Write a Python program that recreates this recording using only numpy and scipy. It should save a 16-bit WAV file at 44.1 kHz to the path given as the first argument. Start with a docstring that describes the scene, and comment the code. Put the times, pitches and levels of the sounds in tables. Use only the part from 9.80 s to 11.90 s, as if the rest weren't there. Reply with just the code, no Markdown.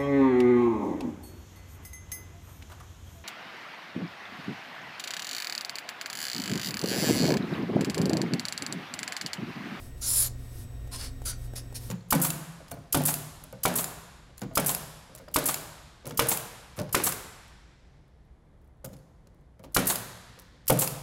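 """A felt-tip marker writes on paper on a desk: a curved figure, a ruled line, then three short strokes.
Each movement is noise full of tiny snags, coloured by the ringing paper sheet, nib and barrel.
The tip lands with a tick of noise and a knock of dying tones; the hand slides as a soft noise.
Behind them lie a low hum and a thin electrical whine, both made of tones, and the room's air as noise.
The room is small and quiet, heard by one microphone."""
import sys
import numpy as np
from scipy import signal
from scipy.fft import rfft, irfft, next_fast_len
from scipy.io import wavfile
from scipy.ndimage import map_coordinates

SR = 44100
rng = np.random.default_rng(int(sys.argv[2]) if len(sys.argv) > 2 else 0)


def generate_wav(signal):
    """Clip the signal to [-1, 1] and save it as 16-bit WAV at the path in sys.argv[1]."""
    frames = np.transpose(np.atleast_2d(signal))
    scaled = np.clip(frames, -1, 1) * 32767
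    pcm = np.round(scaled).astype(np.int16)
    wavfile.write(sys.argv[1], SR, pcm)


N = 92610  # samples in the scene, 2.1 s


def amp(db):
    """Turn decibels into a gain."""
    return 10 ** (np.asarray(db) / 20)


def unit(x):
    """Scale a sound to an rms of 1."""
    return x / np.sqrt(np.mean(x ** 2) + 1e-20)


def along(points, hz):
    """Read a curve of (f/Hz, value) points, joined by straight lines on a log frequency axis."""
    point_hz, values = np.transpose(points)
    return np.interp(np.log(hz + 1), np.log(point_hz + 1), values)


def filtered(x, response):
    """Multiply the spectrum of a sound by a response, given as a function of frequency."""
    padded = next_fast_len(N + 8192)  # spare room so that echoes do not wrap round to the start
    hz = np.fft.rfftfreq(padded, 1 / SR)
    return irfft(rfft(x, padded) * response(hz), padded)[:N]


def noise(spectrum):
    """Make noise of rms 1 whose colour follows a table."""
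    white = rng.standard_normal(N)
    return unit(filtered(white, lambda hz: amp(along(spectrum, hz))))


def wobble(rate):
    """Draw a smooth random curve through `rate` random points a second."""
    points = rng.standard_normal(2048)
    return map_coordinates(points, [np.arange(N) * rate / SR], mode='wrap')


def bell(hz, centre, width):
    """The shape of one resonance, 1 at its centre and half that at width / 2 to either side."""
    return 1 / (1 + (2 * (hz - centre) / width) ** 2)


def gesture(start, length, rise, fall):
    """A hand movement speeds up, holds and slows to rest; the loudness follows it."""
    t = np.arange(N) / SR - start
    speeding_up = np.sin(np.pi / 2 * np.clip(t / rise, 0, 1))
    slowing_down = np.sin(np.pi / 2 * np.clip((length - t) / fall, 0, 1)) ** 1.22
    return speeding_up * slowing_down


# how long the room rings: time to die away by 60 dB (f/Hz, t60/s)
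ROOM_DECAY = [(200, 0.8), (2000, 0.17), (6000, 0.26), (14000, 0.099)]
ROOM_DB = -11.5  # level of the tail against the direct sound


def room(x):
    """Walls return a short tail of dying noise, in which the bass lasts longest."""
    hz, _, spectra = signal.stft(rng.standard_normal(SR // 2), SR, nperseg=256)
    _, t, _ = signal.stft(np.zeros(SR // 2), SR, nperseg=256)
    decay = amp(-60 * t / along(ROOM_DECAY, hz)[:, None])
    tail = signal.istft(spectra * decay, SR, nperseg=256)[1]
    return x + amp(ROOM_DB) * signal.fftconvolve(x, tail / np.linalg.norm(tail))[:N]


# colour of the air in the room (f/Hz, level/dB per Hz)
AIR = [(20, 2), (55, -6), (100, 3), (170, -10.5), (255, -6.5), (330, -14), (500, -15), (800, -24),
       (1500, -26.5), (2500, -29), (4500, -35), (9000, -36.5), (15500, -37.5)]
AIR_DB = -47.5  # rms


def air():
    """The air of the room is a steady noise, strongest in the bass."""
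    return amp(AIR_DB) * noise(AIR)


def tone(hz, drift):
    """A sine of rms 1 whose phase drifts (radians)."""
    t = np.arange(N) / SR
    return np.sqrt(2) * np.cos(2 * np.pi * (hz * t + rng.random()) + drift)


# motor and mains hum (f/Hz, rms level/dB, unsteadiness from 0 to 1)
HUM = [(30, -46, 0.8), (53.46, -49, 0), (58.14, -47, 0.57), (78.84, -52, 0.16), (98, -55, 0.18),
       (119.85, -45, 0.22), (237, -72, 0.7), (263, -62.5, .8), (279, -68, 0.3), (354.2, -67.5, 0.1)]


def hum():
    """Motor and mains hum in low tones; the unsteady ones waver in phase and strength."""
    out = np.zeros(N)
    for hz, db, loose in HUM:
        strength = unit(abs(1 + loose * wobble(4.13)))
        out += amp(db) * strength * tone(hz, loose * wobble(4.98))
    return out


# electrical whine (f/Hz, rms level before wavering/dB, waver of the level/dB)
WHINE = [(708, -69.5, 2.5), (1866, -71, 1), (3750, -74, 1.5), (5550, -76, 2.5), (7990, -68, 1.5),
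         (12600, -74, 1)]
WHINE_DRIFT = 0.33  # phase drift, radians


def whine():
    """A thin electrical whine of faint tones that waver in level and phase."""
    out = np.zeros(N)
    for hz, db, waver_db in WHINE:
        level = amp(db + waver_db * wobble(18))
        out += level * tone(hz, WHINE_DRIFT * wobble(29.9))
    return out


# slides of the hand (start t/s, length t/s, rise t/s, fall t/s, level/dB)
SLIDES = [(-.05, 0.17, .05, .09, -55.5), (0.17, 0.083, .008, 0.018, -62), (0.563, .17, 0.052, 0.082, -60.5),
          (0.685, 0.18, 0.15, 0.064, -51.5), (1.537, 0.15, 0.25, 0.038, -52.5),
          (1.968, 0.19, 0.084, .12, -50)]
# colour of skin on paper (f/Hz, level/dB per Hz)
SKIN = [(200, -11), (700, -6), (2500, -13.5), (5000, -5), (7000, -8.5), (9800, -3.5), (12500, -3.5),
        (15500, -12.5)]


def hand():
    """The side of the hand brushes across the sheet: one noise that swells with each slide."""
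    loudness = sum(amp(db) * gesture(*move) for *move, db in SLIDES)
    return noise(SKIN) * loudness


# landings of the tip (t/s, knock level/dB, tick level/dB)
TAPS = [(1.074, -45, -52), (1.418, -37.5, -49), (1.440, -59, -50), (1.7351, -33, -50.5),
        (1.925, -38.5, -50)]
# ringing of the sheet on the desk (f/Hz, level within the knock/dB, t60/s)
DESK = [(216, -9, .03), (414, -6.5, 0.026), (542, -1.5, 0.02), (786, -3.5, 0.015), (1100, -13, 0.013),
        (1580, -12.5, 0.015)]
# colour of the tick (f/Hz, level/dB per Hz)
TICK = [(500, -12), (2200, 1), (5000, 4), (10000, 6), (15000, 3)]
TICK_T60_S, TAP_ATTACK_S = 0.036, 0.00046  # the tick's 60 dB decay, time constant of the onset


def taps():
    """The soft tip meets the paper: a faint tick of noise and a small woody knock of dying tones."""
    out = np.zeros(N)
    for start, knock_db, tick_db in TAPS:
        t = np.maximum(np.arange(N) / SR - start, 0)
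        knock = np.zeros(N)
        for hz, db, t60 in DESK:
            knock += amp(db - 60 * t / t60) * np.sin(2 * np.pi * (hz * t + rng.random()))
        tick = amp(-60 * t / TICK_T60_S) * noise(TICK)
        onset = 1 - np.exp(-t / TAP_ATTACK_S)  # the soft tip rounds the start
        out += onset * (amp(knock_db) * knock + amp(tick_db) * tick)
    return out


SNAGS_PER_S, SNAG_SPREAD_DB = 3500, 2.5
RUB_SHARE = 0.8  # smooth rub's share of the power, the rest is snags
JUDDER_HZ, JUDDER_DB = 183.6, -1.12  # random points a second, depth


def friction():
    """Fibres snag and let go at random over a smooth rub; the felt judders."""
    moments = rng.random(N) < SNAGS_PER_S / SR
    directions = rng.choice([-1, 1], N)
    sizes = amp(SNAG_SPREAD_DB * np.clip(rng.standard_normal(N), -2, 2))
    snags = unit(moments * directions * sizes)
    rub = rng.standard_normal(N)
    judder = amp(JUDDER_DB * wobble(JUDDER_HZ))
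    return (np.sqrt(1 - RUB_SHARE) * snags + np.sqrt(RUB_SHARE) * rub) * judder


BODY_HZ, BODY_WIDTH_HZ = 3300, 500  # the body lies below this frequency
TREBLE_HZ, TREBLE_WIDTH_HZ = 8140, 1340  # the treble lies above this one
SHEET_WIDTH_HZ = 220
CANCEL_WIDTH_HZ, CANCEL_DB = 215, -10.5
# colour of felt on paper (f/Hz, level/dB per Hz)
RASP = [(100, -29), (300, -15.5), (520, -3), (800, -10.5), (1400, -7), (2100, -7.5), (2900, -6.5),
        (4200, 0), (6500, 1), (9000, 2), (12300, 1.5), (13500, -1.5), (15700, -8)]
# nib and barrel resonances, low to high (width f/Hz, gain level/dB)
RINGS = [(380, 7), (400, 7.5), (1100, 10)]


def pen_colour(hz, body_db, treble_db, sheet_db, sheet_hz, cancel_hz, *centres):
    """The rasp rings sheet and nib, shifting with the pen's angle; a desk reflection cancels one band."""
    db = along(RASP, hz)
    db = db + body_db * (1 - np.tanh((hz - BODY_HZ) / BODY_WIDTH_HZ)) / 2
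    db = db + treble_db * (1 + np.tanh((hz - TREBLE_HZ) / TREBLE_WIDTH_HZ)) / 2
    db = db + sheet_db * bell(hz, sheet_hz, SHEET_WIDTH_HZ)
    db = db + CANCEL_DB * bell(hz, cancel_hz, CANCEL_WIDTH_HZ)
    for centre, (width, gain_db) in zip(centres, RINGS):
        db = db + gain_db * bell(hz, centre, width)
    return amp(db)


DESK_DELAY_S, DESK_ECHO = .0018, 0.068  # longest delay, strength of each near reflection


def near_echoes(hz, count=3):
    """Hand and desk reflect the sound, differently at each place on the sheet."""
    delays = DESK_DELAY_S * rng.uniform(0.463, 1, count)
    return 1 + DESK_ECHO * np.exp(-2j * np.pi * hz * delays[:, None]).sum(0)


# movements of the nib (start t/s, length t/s, rise t/s, fall t/s, level/dB, body level/dB,
# treble level/dB, sheet ring level/dB, sheet f/Hz, cancelled f/Hz,
# low nib resonance f/Hz, middle nib resonance f/Hz, high nib resonance f/Hz)
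STROKES = [ (0.208, 0.086, 0.044, 0.023, -32, -6, -4.5, 8.5, 1430, 7940, 5750, 7100, 10300),
           (0.253, 0.13, 0.049, 0.023, -26, -3.5, 4, 6.5, 1010, 6160, 5320, 7260, 10500),
           (0.343, 0.12, 0.059, 0.066, -22, -1.5, 6.5, 3.5, 1490, 5900, 5070, 7250, 10200),
           (0.406, 0.084, 0.044, 0.032, -32, 1.5, 1.5, 3.5, 503, 11800, 4420, 7060, 11900),
           (1.111, 0.077, .033, .035, -39, 5, -5, 12, 1000, 6370, 4130, 5100, 9450),
           (1.166, 0.14, .055, 0.087, -40, 6, -7, 5, 1400, 6800, 4470, 5100, 9700),
           (1.45, 0.042, 0.012, 0.011, -34, 0.5, -0.5, 13.5, 1410, 5600, 4750, 6160, 9970),
           (1.476, 0.048, 0.02, 0.034, -31, -1.5, -3.5, 10, 1470, 5100, 4650, 6000, 9600),
           (1.503, 0.053, 0.014, 0.05, -44, 6.5, -11.5, 10, 1410, 5400, 4620, 6000, 10000),
           (1.753, 0.065, 0.014, 0.067, -37, 4.5, -3, 0, 606, 7900, 5130, 5380, 10020),
           (1.942, 0.053, 0.023, 0.045, -37, 3, -1.5, -4, 1400, 7750, 4300, 5520, 9630)]


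def marker():
    """Each movement of the nib rasps with its own colour and stirs the room from its own place."""
    out = np.zeros(N)
    for start, length, rise, fall, db, *colour in STROKES:
        rasp = unit(filtered(friction(), lambda hz: pen_colour(hz, *colour) * near_echoes(hz)))
        out += room(amp(db) * gesture(start, length, rise, fall) * rasp)
    return out


def scene():
    """Writing in the room, the same in both channels."""
    background = hum() + whine() + air()
    mono = background + room(taps() + hand()) + marker()
    return np.array([mono, mono])


TOP_HZ = 15800


def record(dry):
    """The recorder keeps nothing above its band limit."""
    return np.array([filtered(channel, lambda hz: hz < TOP_HZ) for channel in dry])


dry = scene()
out = record(dry)
generate_wav(out)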